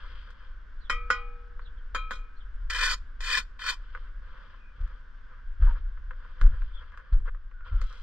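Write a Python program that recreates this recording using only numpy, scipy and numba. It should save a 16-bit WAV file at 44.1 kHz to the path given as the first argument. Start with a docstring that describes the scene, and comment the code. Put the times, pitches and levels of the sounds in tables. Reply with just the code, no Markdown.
"""Four ringing taps: a steel trowel's edge knocks a brick down and the free blade rings on.
Three gritty strokes follow, the edge catching and slipping on sand as it scrapes off spare mortar.
The bricklayer walks to the mortar board: grit crunches, small things knock, clothes rub.
Air and footfalls rumble in the body-worn microphone; distant traffic and a small bird lie behind."""
import sys
import numpy as np
from scipy import signal
from scipy.fft import rfft, irfft, next_fast_len
from scipy.io import wavfile
from numba import njit

SR = 44100
rng = np.random.default_rng(int(sys.argv[2]) if len(sys.argv) > 2 else 0)


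def to_wav(sig):
    """Store sig (one row per channel, or 1-D mono) as 16-bit WAV at the path in sys.argv[1].

    Samples outside -1..1 are clipped; the rate is SR.
    """
    pcm = np.clip(np.atleast_2d(sig), -1, 1) * 32767
    pcm = np.round(pcm).astype(np.int16)
    wavfile.write(sys.argv[1], SR, pcm.T)  # frames by channels


N = 353682
T = np.arange(N) / SR

# free blade modes: f/Hz, t60/s, level/dB struck at heel, middle, tip
BLADE_MODES = [(481, 1.7, -49.5, -49, -61), (809, 1.1, -78, -55.5, -75.5), (1045, 0.28, -43.5, -35, -34.5),
               (1210, 0.36, -36, -40, -63), (1237, 0.38, -33, -32, -41), (1293.4, 1.04, -33.5, -40, -27),
               (1470, 0.15, -40.5, -17.5, -29.5), (1610, 0.14, -53, -55, -42),
               (1905, 0.19, -30, -34.5, -57), (1950, 0.23, -24.5, -27, -51.5),
               (2173, 0.19, -27.5, -31.5, -38), (2235, 0.58, -40, -45, -45.5),
               (2418, 0.45, -31.5, -43, -33), (2453, 0.56, -50.5, -41.5, -38),
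               (2507, 0.23, -27, -38.5, -50), (2875, 0.36, -55, -45, -60), (3130, 0.17, -24.5, -40, -58.5),
               (3173, 0.28, -42.5, -37, -27.5), (3470, 0.12, -57, -51, -56), (3735, 0.22, -47, -45, -39),
               (4050, 0.26, -62, -55.5, -37.5), (4740, 0.16, -54, -46, -51), (4650, 0.24, -56, -49, -60),
               (4660, 0.077, -52, -44, -27.5), (5087, 0.05, -61.5, -53, -44), (5320, 0.13, -44, -38.5, -63),
               (6700, 0.14, -62.5, -61, -50), (6830, 0.087, -46, -37, -36.5), (6934, 0.11, -51, -53, -45),
               (7600, 0.08, -40.5, -50, -49), (8800, 0.11, -49, -67, -53)]
# trowel taps: t/s, place (0 heel, 2 tip), ring/dB, knock/dB
TROWEL_TAPS = [(0.8981, 0.29, -1, -16.5), (1.1027, 0.97, 1, -15), (1.9481, 1.73, -4.5, -19),
               (2.109, 1.34, -12, -24)]
# steel on brick: f/Hz, level/dB
KNOCK_SPECTRUM = [(100, -13), (250, -16.5), (380, -30), (510, 8), (700, -22.5), (1050, 8.5), (1500, 12.5),
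                  (1850, 4), (2700, -10), (4500, -25.5), (8000, -65.5), (15000, -60.5)]
# crushed sand: f/Hz, level/dB
GRIT_SPECTRUM = [(200, -35), (800, -16), (2000, -6), (2750, -6.5), (3300, 13.5), (5200, 4), (7000, -1.5),
                 (8500, -11), (9600, -11.5), (12500, -19.5), (15000, -34.5)]
# brick in its soft bed: f/Hz, level/dB
THUD_SPECTRUM = [(90, -15), (230, 2.5), (380, -13.5), (520, 8), (700, -23), (1500, -40), (6000, -46)]
# edge skids or cuts into mortar: start/s, end/s, level/dB
EDGE_SKIDS = [(2.11, 2.161, -49), (7.81, 8.026, -64.5)]
# scrapes: t/s, push/s, ease/s, peak/dB, swell/dB, sand/dB re pressure, chatter/Hz
SCRAPE_STROKES = [(2.7, 0.14, 0.095, -26, 12, -7, 1700), (3.206, 0.13, 0.06, -27, 14.5, -8, 1760),
                  (3.592, 0.1, 0.032, -28.5, 21.5, -12, 1520)]
# blade damped against the wall: f/Hz, width/Hz, level/dB
PRESSED_MODES = [(516, 52, -13), (1086, 95, -3), (1362, 29, -4.5), (1490, 41, -5), (1774, 200, -3.5),
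                 (1927, 59, 3.5), (2440, 130, 0.5), (3155, 170, -2), (3528, 110, -2.5)]
# its upper modes, rung by sharp sand: f/Hz, width/Hz, level/dB
UPPER_MODES = [(4300, 70, 7), (4398, 150, 10.5), (4657, 75, 15), (5084, 120, 9.5), (6820, 220, 5.5),
               (7540, 76, -10.5), (7910, 120, -5.5), (8450, 120, -2)]
# rasp of the brick face: f/Hz, level/dB
RASP_SPECTRUM = [(110, -27), (220, -19), (370, -34), (520, -24), (650, -23.5), (830, -25), (1000, 3),
                 (1800, 3), (2200, -28), (2480, 3), (2750, -22), (3200, 2.5), (6000, -13), (15000, -46)]
# knocks of brick, stones, boots: t/s, level/dB, treble/dB re level
SMALL_KNOCKS = [(0.305, -44, -17), (1.594, -38.5, -35), (3.95, -27.5, -37.5), (5.624, -33, -27.5),
                (5.71, -37, -30.5), (5.975, -43.5, -36), (6.109, -32.5, -38.5), (6.414, -28, -21.5),
                (6.62, -38.5, -35), (6.921, -43.5, -29), (6.975, -37, -24.5), (7.13, -43, -16),
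                (7.348, -41.5, -44.5), (7.514, -46.5, -33), (7.608, -44, -37), (7.816, -33, -15.5)]
# footfalls: t/s, jolt/dB, length/s, crunch/dB
FOOTFALLS = [(4.783, -22.5, 0.11, -56.5), (5.6, -11.5, 0.11, -56), (6.415, -8.5, 0.079, -51.5),
             (7.118, -11.5, 0.062, -63.5), (7.712, -16.5, 0.084, -64)]
# gloves, sleeves, trousers: t/s, length/s, level/dB, treble/dB re level
CLOTH_SWISHES = [(-.15, 0.48, -56.5, -4), (0.288, 0.27, -63, -5.5), (3.769, 0.35, -58.5, -9.5),
                 (4.214, .4, -54.5, -12.5), (4.721, 0.3, -57, -14), (5.274, 0.13, -60.5, -17.5),
                 (5.601, .21, -54, -10.5), (6.127, 0.78, -58.5, -10), (6.79, 0.45, -58.5, -15.5),
                 (7.251, 0.047, -52, -13.5), (7.646, 0.059, -52.5, -8.5), (7.694, 0.44, -56, -6.5)]
# fabric rub: f/Hz, level/dB
RUB_SPECTRUM = [(120, -1.5), (350, -28), (510, -2), (760, -24), (1020, -1), (1550, 3), (2000, -10.5),
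                (2600, -20), (5000, -60)]
# fabric treble: f/Hz, level/dB
SWISH_SPECTRUM = [(1000, -29.5), (2000, 2.5), (2700, 0.5), (3300, 8), (4000, -6.5), (4800, -3.5),
                  (6500, -28.5), (9000, -37.5), (15000, -61)]
# faint squeaks and whines: t/s, length/s, start/Hz, end/Hz, level/dB
SQUEAKS = [(1.769, 0.039, 3360, 3050, -64), (4.55, 0.21, 2560, 2360, -64.5), (5.66, 0.07, 937, 940, -44),
           (6.2, 0.41, 1565, 1472, -57.5), (6.725, .1, 3500, 3190, -52.5), (7.5, 0.46, 1490, 1270, -51.5)]
# air on the microphone: f/Hz, level/dB
AIR_SPECTRUM = [(12, -3), (24, 5.5), (38, 0.5), (50, -14.5), (66, -10.5), (80, -29.5), (100, -42.5),
                (160, -43.5), (300, -71), (700, -92.5)]
# bird calls: t/s, level/dB
CALLS = [(0.794, -54.5), (1.601, -56.5), (2.349, -58.5)]
# two falling notes per call: delay/s, length/s, start/Hz, end/Hz, level/dB re call
BIRD_NOTES = [(0, .034, 4500, 3920, -9), (0.035, 0.047, 3575, 3074, -1)]
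# distant road: f/Hz, level/dB
TRAFFIC_SPECTRUM = [(60, 13.5), (130, -1), (220, -2), (370, -10.5), (510, -7), (760, -18.5), (1030, -3.5),
                    (1300, -1.5), (1540, 5.5), (1900, -8), (2500, -18), (3300, -14.5), (4000, -24.5),
                    (5000, -24.5), (8000, -43), (15000, -63.5)]
# wall backscatter: f/Hz, level/dB
WALL_SCATTER = [(300, -11.5), (1500, -11), (4000, -7), (9000, -2.5)]
# microphone ports: f/Hz, left minus right/dB
PORT_BALANCE_DB = [(100, -2), (450, -4), (750, 4.5), (1100, -1.5), (1300, 0.5), (1480, 1.5), (1750, 1),
                   (1950, 2.5), (2150, 11), (2450, 4), (2800, 13.5), (3150, 4.5), (3650, 14), (3950, -13),
                   (4750, -4.5), (7200, -10), (9000, 3)]
# microphone ports: f/Hz, left lead/rad
PORT_LEAD_RAD = [(100, 1), (1900, -0.64), (2250, -1.67), (3200, 0), (4130, -7.5), (6700, -8.5),
                 (9100, -15.5), (15000, -20)]


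def taps():
    """The edge knocks, bounces, chatters and crushes sand; the brick thuds, the free blade rings."""
    chatter_db, chatter_t60_s, crush_db, crush_t60_s = -9, 0.095, -17.5, 0.067
    out = np.zeros(N)
    chatter = unit(colour(grains(rate_hz=1500, spread_db=5), KNOCK_SPECTRUM))
    grit = unit(colour(grains(rate_hz=6500, spread_db=4.5), GRIT_SPECTRUM))
    thud = unit(colour(noise(), THUD_SPECTRUM))
    knock = pulse(KNOCK_SPECTRUM)
    sand = skids()
    for at_s, place, ring_db, knock_db in TROWEL_TAPS:
        add(out, at_s, undb(ring_db) * blade_ring(at_s, place))
        for bounce, delay_s in enumerate(np.cumsum([0, *rng.uniform(0.0016, 0.0045, size=3)])):
            add(out, at_s + delay_s, undb(knock_db - 4.1 * bounce) * knock)
        out += undb(knock_db + chatter_db) * chatter * fade(at_s, chatter_t60_s)
        out += undb(0.23 * ring_db - 42.5) * thud * fade(at_s, t60_s=0.16)
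        sand += undb(knock_db + crush_db) * grit * fade(at_s, crush_t60_s)
    sand_ring = signal.fftconvolve(sand, shimmer(count=45))[:N]
    return out + undb(-5.5) * sand + undb(-12) * sand_ring


def blade_ring(at_s, place):
    """Modes weighted by strike place; they build during the bounces, the next tap stills them."""
    build_s, still_s = 0.0036, 0.0044
    ring, t = 0, T[:2 * SR]
    for hz, t60_s, *levels_db in BLADE_MODES:
        gain = undb(np.interp(place, [0, 1, 2], levels_db))
        ring += gain * np.exp(-np.log(1000) * t / t60_s) * np.sin(2 * np.pi * (hz * t + rng.random()))
    ring *= 1 - np.exp(-t / build_s)
    for tap_s, *_ in TROWEL_TAPS:
        if tap_s > at_s:
            ring *= 1 - np.clip((at_s + t - tap_s) / still_s, 0, 1)
    return ring


def shimmer(count):
    """High, short-lived blade modes; unit energy."""
    t, t60_s = T[:SR // 4], 0.14
    hz, phase = rng.uniform(3000, 9500, (count, 1)), rng.random((count, 1))
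    modes = np.sin(2 * np.pi * (hz * t + phase)).sum(axis=0)
    return unit_energy(modes * np.exp(-np.log(1000) * t / t60_s))


def skids():
    """Light contact: sand crackles under the steel."""
    edge_s = 0.0065
    gain = sum(undb(db) * np.clip(np.minimum(T - start_s, end_s - T) / edge_s + 1, 0, 1)
               for start_s, end_s, db in EDGE_SKIDS)
    return gain * unit(colour(grains(rate_hz=790, spread_db=5), GRIT_SPECTRUM))


def scrapes():
    """The edge catches and slips on sand, driving the pressed blade; the brick rasps and groans."""
    chatter_width_hz, groan_hz, groan_width_hz = 350., 210, 40
    surge = undb(2.5 * walk(170) + 1.5 * walk(45))
    slips = grains(rate_hz=3500, spread_db=2) * surge
    pressure, sand_gain, groan_gain, chatter_hz = strokes()
    drive = slips + 2.2 * resonate(slips, chatter_hz, chatter_width_hz)
    low = undb(-1.4) * ringing(drive, PRESSED_MODES) + undb(-2) * unit(colour(drive, RASP_SPECTRUM))
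    high = unit(ringing(slips, UPPER_MODES) + unit(colour(slips, GRIT_SPECTRUM)))
    high *= undb(2.6 * walk(70))
    groan = ringing(slips, [(groan_hz, groan_width_hz, 0)])
    return pressure * low + sand_gain * high + groan_gain * groan


def strokes():
    """Gains and chatter pitch as the edge lands with a bump, pushes, eases off and lifts."""
    bump_s, bump_share, ease_db, lift_t60_s = 0.014, 0.42, 7, 0.09
    gather_db, groan_db = 3.5, -28.5  # sand gathers along the stroke
    landing_flat, lift_flat = 0.037, 0.24  # fractional pitch drops
    pressure, sand, groan, chatter_hz = 0, 0, 0, SCRAPE_STROKES[0][-1]
    for at_s, push_s, ease_s, peak_db, swell_db, sand_db, hz in SCRAPE_STROKES:
        slack, ease = 1 - ramp(at_s, push_s), ramp(at_s + push_s, ease_s)
        lift_s = at_s + push_s + ease_s
        bump = bump_share * (1 - ramp(at_s, bump_s) ** 2)
        contact = ramp(at_s - 0.002, 0.0036) * np.where(T < lift_s, 1, fade(lift_s, lift_t60_s))
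        gain = contact * undb(peak_db - swell_db * (slack - bump) - ease_db * ease ** 2)
        pressure += gain
        sand += gain * undb(sand_db + gather_db * ramp(at_s, push_s + ease_s))
        groan += gain * ease * undb(groan_db)
        stroke_hz = hz * (1 - landing_flat * slack - lift_flat * ease ** 2)
        chatter_hz = np.where(T < at_s, chatter_hz, stroke_hz)
    return pressure, sand, groan, chatter_hz


def ringing(force, modes):
    """Steep resonances that drift and swell as the contact slides; rms 1."""
    out = 0
    for hz, width_hz, db in modes:
        centre_hz = hz * (1 + 0.005 * walk(12))
        band = resonate(force, centre_hz, 1.66 * width_hz)
        out += undb(db + 2.6 * walk(16)) * resonate(band, centre_hz, 1.34 * width_hz)
    return unit(out)


def small_knocks():
    """Brick, stones and boots knock dryly, crumble and rock back once."""
    rebound_s, rebound_db = 0.025, -9
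    dull, sharp = np.zeros(N), np.zeros(N)
    crumbs = grains(rate_hz=1500, spread_db=2.5)
    for at_s, db, treble_db in SMALL_KNOCKS:
        force = 0.069 * crumbs * fade(at_s, t60_s=0.06)
        force[int(at_s * SR)] += 1
        force[int((at_s + rebound_s) * SR)] += undb(rebound_db)
        dull += undb(db) * force
        sharp += undb(db + treble_db) * force
    body = signal.fftconvolve(dull, pulse(KNOCK_SPECTRUM))[:N]
    return body + undb(11.5) * signal.fftconvolve(sharp, pulse(GRIT_SPECTRUM))[:N]


def crunches():
    """Grit gives way under each boot and settles."""
    load = sum(undb(db) * ramp(at_s, 0.0094) * fade(at_s, t60_s=0.51) for at_s, _, _, db in FOOTFALLS)
    force = load * grains(rate_hz=270, spread_db=7.5)
    grain = unit_energy(pulse(KNOCK_SPECTRUM)) + undb(-14.5) * unit_energy(pulse(GRIT_SPECTRUM))
    return signal.fftconvolve(force, grain)[:N]


def clothes():
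    """Fabric rubs in uneven swishes as the worker moves."""
    rub = unit(colour(grains(rate_hz=2700, spread_db=1.5), RUB_SPECTRUM)) * undb(4.2 * walk(35))
    swish = unit(colour(grains(rate_hz=5000, spread_db=4), SWISH_SPECTRUM))
    out = 0
    for at_s, length_s, db, treble_db in CLOTH_SWISHES:
        progress = ramp(at_s, length_s)
        arch = np.sqrt(4 * progress * (1 - progress))
        out += undb(db) * arch * (rub + undb(treble_db) * swish)
    return out


def glides(table, waver):
    """Thin gliding tones; pitch wavers by the given fraction."""
    out, wander = np.zeros(N), walk(400)
    for at_s, length_s, start_hz, end_hz, db in table:
        progress = ramp(at_s, length_s)
        hz = (start_hz + (end_hz - start_hz) * progress) * (1 + waver * wander)
        out += undb(db) * np.sin(np.pi * progress) * np.sin(2 * np.pi * np.cumsum(hz) / SR)
    return out


def rumble():
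    """Air eddies at the microphone, stirred by each step; heel and toe rock it and thud."""
    air_db, stir_db, stir_t60_s = -37.5, -7, 0.68
    jolt_hz, toe_lag_s, toe_db = 31.26, 0.078, -11.5
    stir = sum(undb(db + stir_db) * ramp(at_s, length_s) * fade(at_s, stir_t60_s)
               for at_s, db, length_s, _ in FOOTFALLS)
    out = np.hypot(undb(air_db + 4.5 * walk(3)), stir) * wide(AIR_SPECTRUM, side=0.072)
    thud = unit(colour(noise(), [(25, -2.5), (60, 12.5), (100, -10), (150, -17.5),
                                 (300, -36), (800, -43), (3000, -84.5)]))
    for heel_s, heel_db, length_s, _ in FOOTFALLS:
        for at_s, db in (heel_s, heel_db), (heel_s + toe_lag_s, heel_db + toe_db):
            swell = np.sin(np.pi * ramp(at_s, length_s))
            jolt = np.sin(2 * np.pi * jolt_hz * (T - at_s))
            out += undb(db) * swell * (jolt + undb(-3.5) * fade(at_s, t60_s=0.24) * thud)
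    return out * undb([[0.5], [-0.5]])


def bird():
    """A small bird repeats a two-note call some way off."""
    song = [(at_s + delay_s, length_s, start_hz, end_hz, db + note_db)
            for at_s, db in CALLS for delay_s, length_s, start_hz, end_hz, note_db in BIRD_NOTES]
    return echoes(glides(song, waver=0.06), t60_s=0.11)


def traffic():
    """Distant road, near steady but for one lull."""
    road_db, lull_db, lull_at_s, lull_width_s = -57, -5, 7.53, 0.96
    lull = np.exp(-((T - lull_at_s) / lull_width_s) ** 2)
    return undb(road_db + lull_db * lull + 0.5 * walk(2.7)) * wide(TRAFFIC_SPECTRUM, side=0.53)


def echoes(x, t60_s):
    """Scatter from wall and ground, different per channel."""
    tail = rng.standard_normal((2, SR // 2)) * fade(0.0022, t60_s)[:SR // 2]
    return signal.fftconvolve(x[None], unit_energy(tail), axes=1)[:, :N]


def ports(x):
    """Two microphone ports colour and delay near sound differently."""
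    size = next_fast_len(N)
    hz = np.fft.rfftfreq(size, 1 / SR)
    ratio = undb(np.interp(hz, *np.transpose(PORT_BALANCE_DB)))
    lag = np.exp(-1j * np.interp(hz, *np.transpose(PORT_LEAD_RAD)))
    spectrum = rfft(x, size) * np.sqrt(2 / (1 + ratio ** 2))
    return irfft(spectrum * np.array([ratio, lag]), size)[:, :N]


def undb(db):
    """dB to gain."""
    return 10 ** (np.asarray(db) / 20)


def unit(x):
    """Scale to rms 1."""
    return x / np.sqrt(np.mean(x ** 2))


def unit_energy(x):
    """Scale each channel to energy 1."""
    return x / np.sqrt(np.sum(x ** 2, axis=-1, keepdims=True))


def noise():
    """White noise."""
    return rng.standard_normal(N)


def wide(points, side):
    """Coloured stereo noise, mostly mid."""
    mid, apart = (unit(colour(noise(), points)) for _ in range(2))
    return mid + side * apart * np.array([[1], [-1]])


def walk(rate_hz):
    """Random wander, spread near 1."""
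    knots_s = np.arange(0, T[-1] + 1, 1 / rate_hz)
    return 1.1 * np.interp(T, knots_s, noise()[:len(knots_s)])


def grains(rate_hz, spread_db):
    """Random tiny impacts, a few much larger; rms 1."""
    sizes = undb(spread_db * np.minimum(rng.exponential(size=N), 4))
    return unit((rng.random(N) < rate_hz / SR) * np.sign(noise()) * sizes)


def ramp(start_s, length_s):
    """Linear rise, 0 to 1."""
    return np.clip((T - start_s) / length_s, 0, 1)


def fade(start_s, t60_s):
    """Sudden start, exponential decay."""
    gate = (T >= start_s) & (T < start_s + 2 * t60_s)
    return gate * np.exp(-np.log(1000) * np.clip(T - start_s, 0, 2 * t60_s) / t60_s)


def colour(x, points):
    """Minimum-phase filter through (f/Hz, level/dB) points."""
    hz, db = np.transpose(points)
    size = 2 ** 14
    bins_hz = np.maximum(np.fft.rfftfreq(size, 1 / SR), 1)
    cepstrum = irfft(np.log(undb(np.interp(np.log(bins_hz), np.log(hz), db))))
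    cepstrum[1:size // 2] *= 2
    cepstrum[size // 2 + 1:] = 0
    return signal.fftconvolve(x, irfft(np.exp(rfft(cepstrum))))[:len(x)]


@njit
def resonate(x, hz, width_hz):
    """State-variable band-pass with a moving centre."""
    y, band, low = np.empty(len(x)), 0., 0.
    for i in range(len(x)):
        g, damping = np.pi * hz[i] / SR, width_hz / hz[i]
        g = g + g ** 3 / 3 + 2 * g ** 5 / 15  # ~tan(g)
        v = (band + g * (x[i] - low)) / (1 + g * (g + damping))
        band, low, y[i] = 2 * v - band, low + 2 * g * v, damping * v
    return y


def pulse(points):
    """One short coloured contact, peak 1."""
    shape = colour(signal.unit_impulse(SR // 20), points)
    return shape / np.abs(shape).max()


def add(out, start_s, sound):
    """Mix in a short sound."""
    i = int(start_s * SR)
    out[i:i + len(sound)] += sound[:max(N - i, 0)]


def scene():
    """Near work and movement over the open-air background."""
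    near = taps() + scrapes() + small_knocks() + crunches() + clothes() + glides(SQUEAKS, waver=0.035)
    site = echoes(colour(near, WALL_SCATTER), t60_s=0.03) + undb(-29.5) * echoes(near, t60_s=0.36)
    return ports(near) + site + traffic() + bird() + rumble()


def record(dry):
    """Steep low-pass."""
    top_hz = 15000
    return signal.sosfilt(signal.ellip(8, 0.2, 70, top_hz, fs=SR, output="sos"), dry)


dry = scene()
out = record(dry)
to_wav(out)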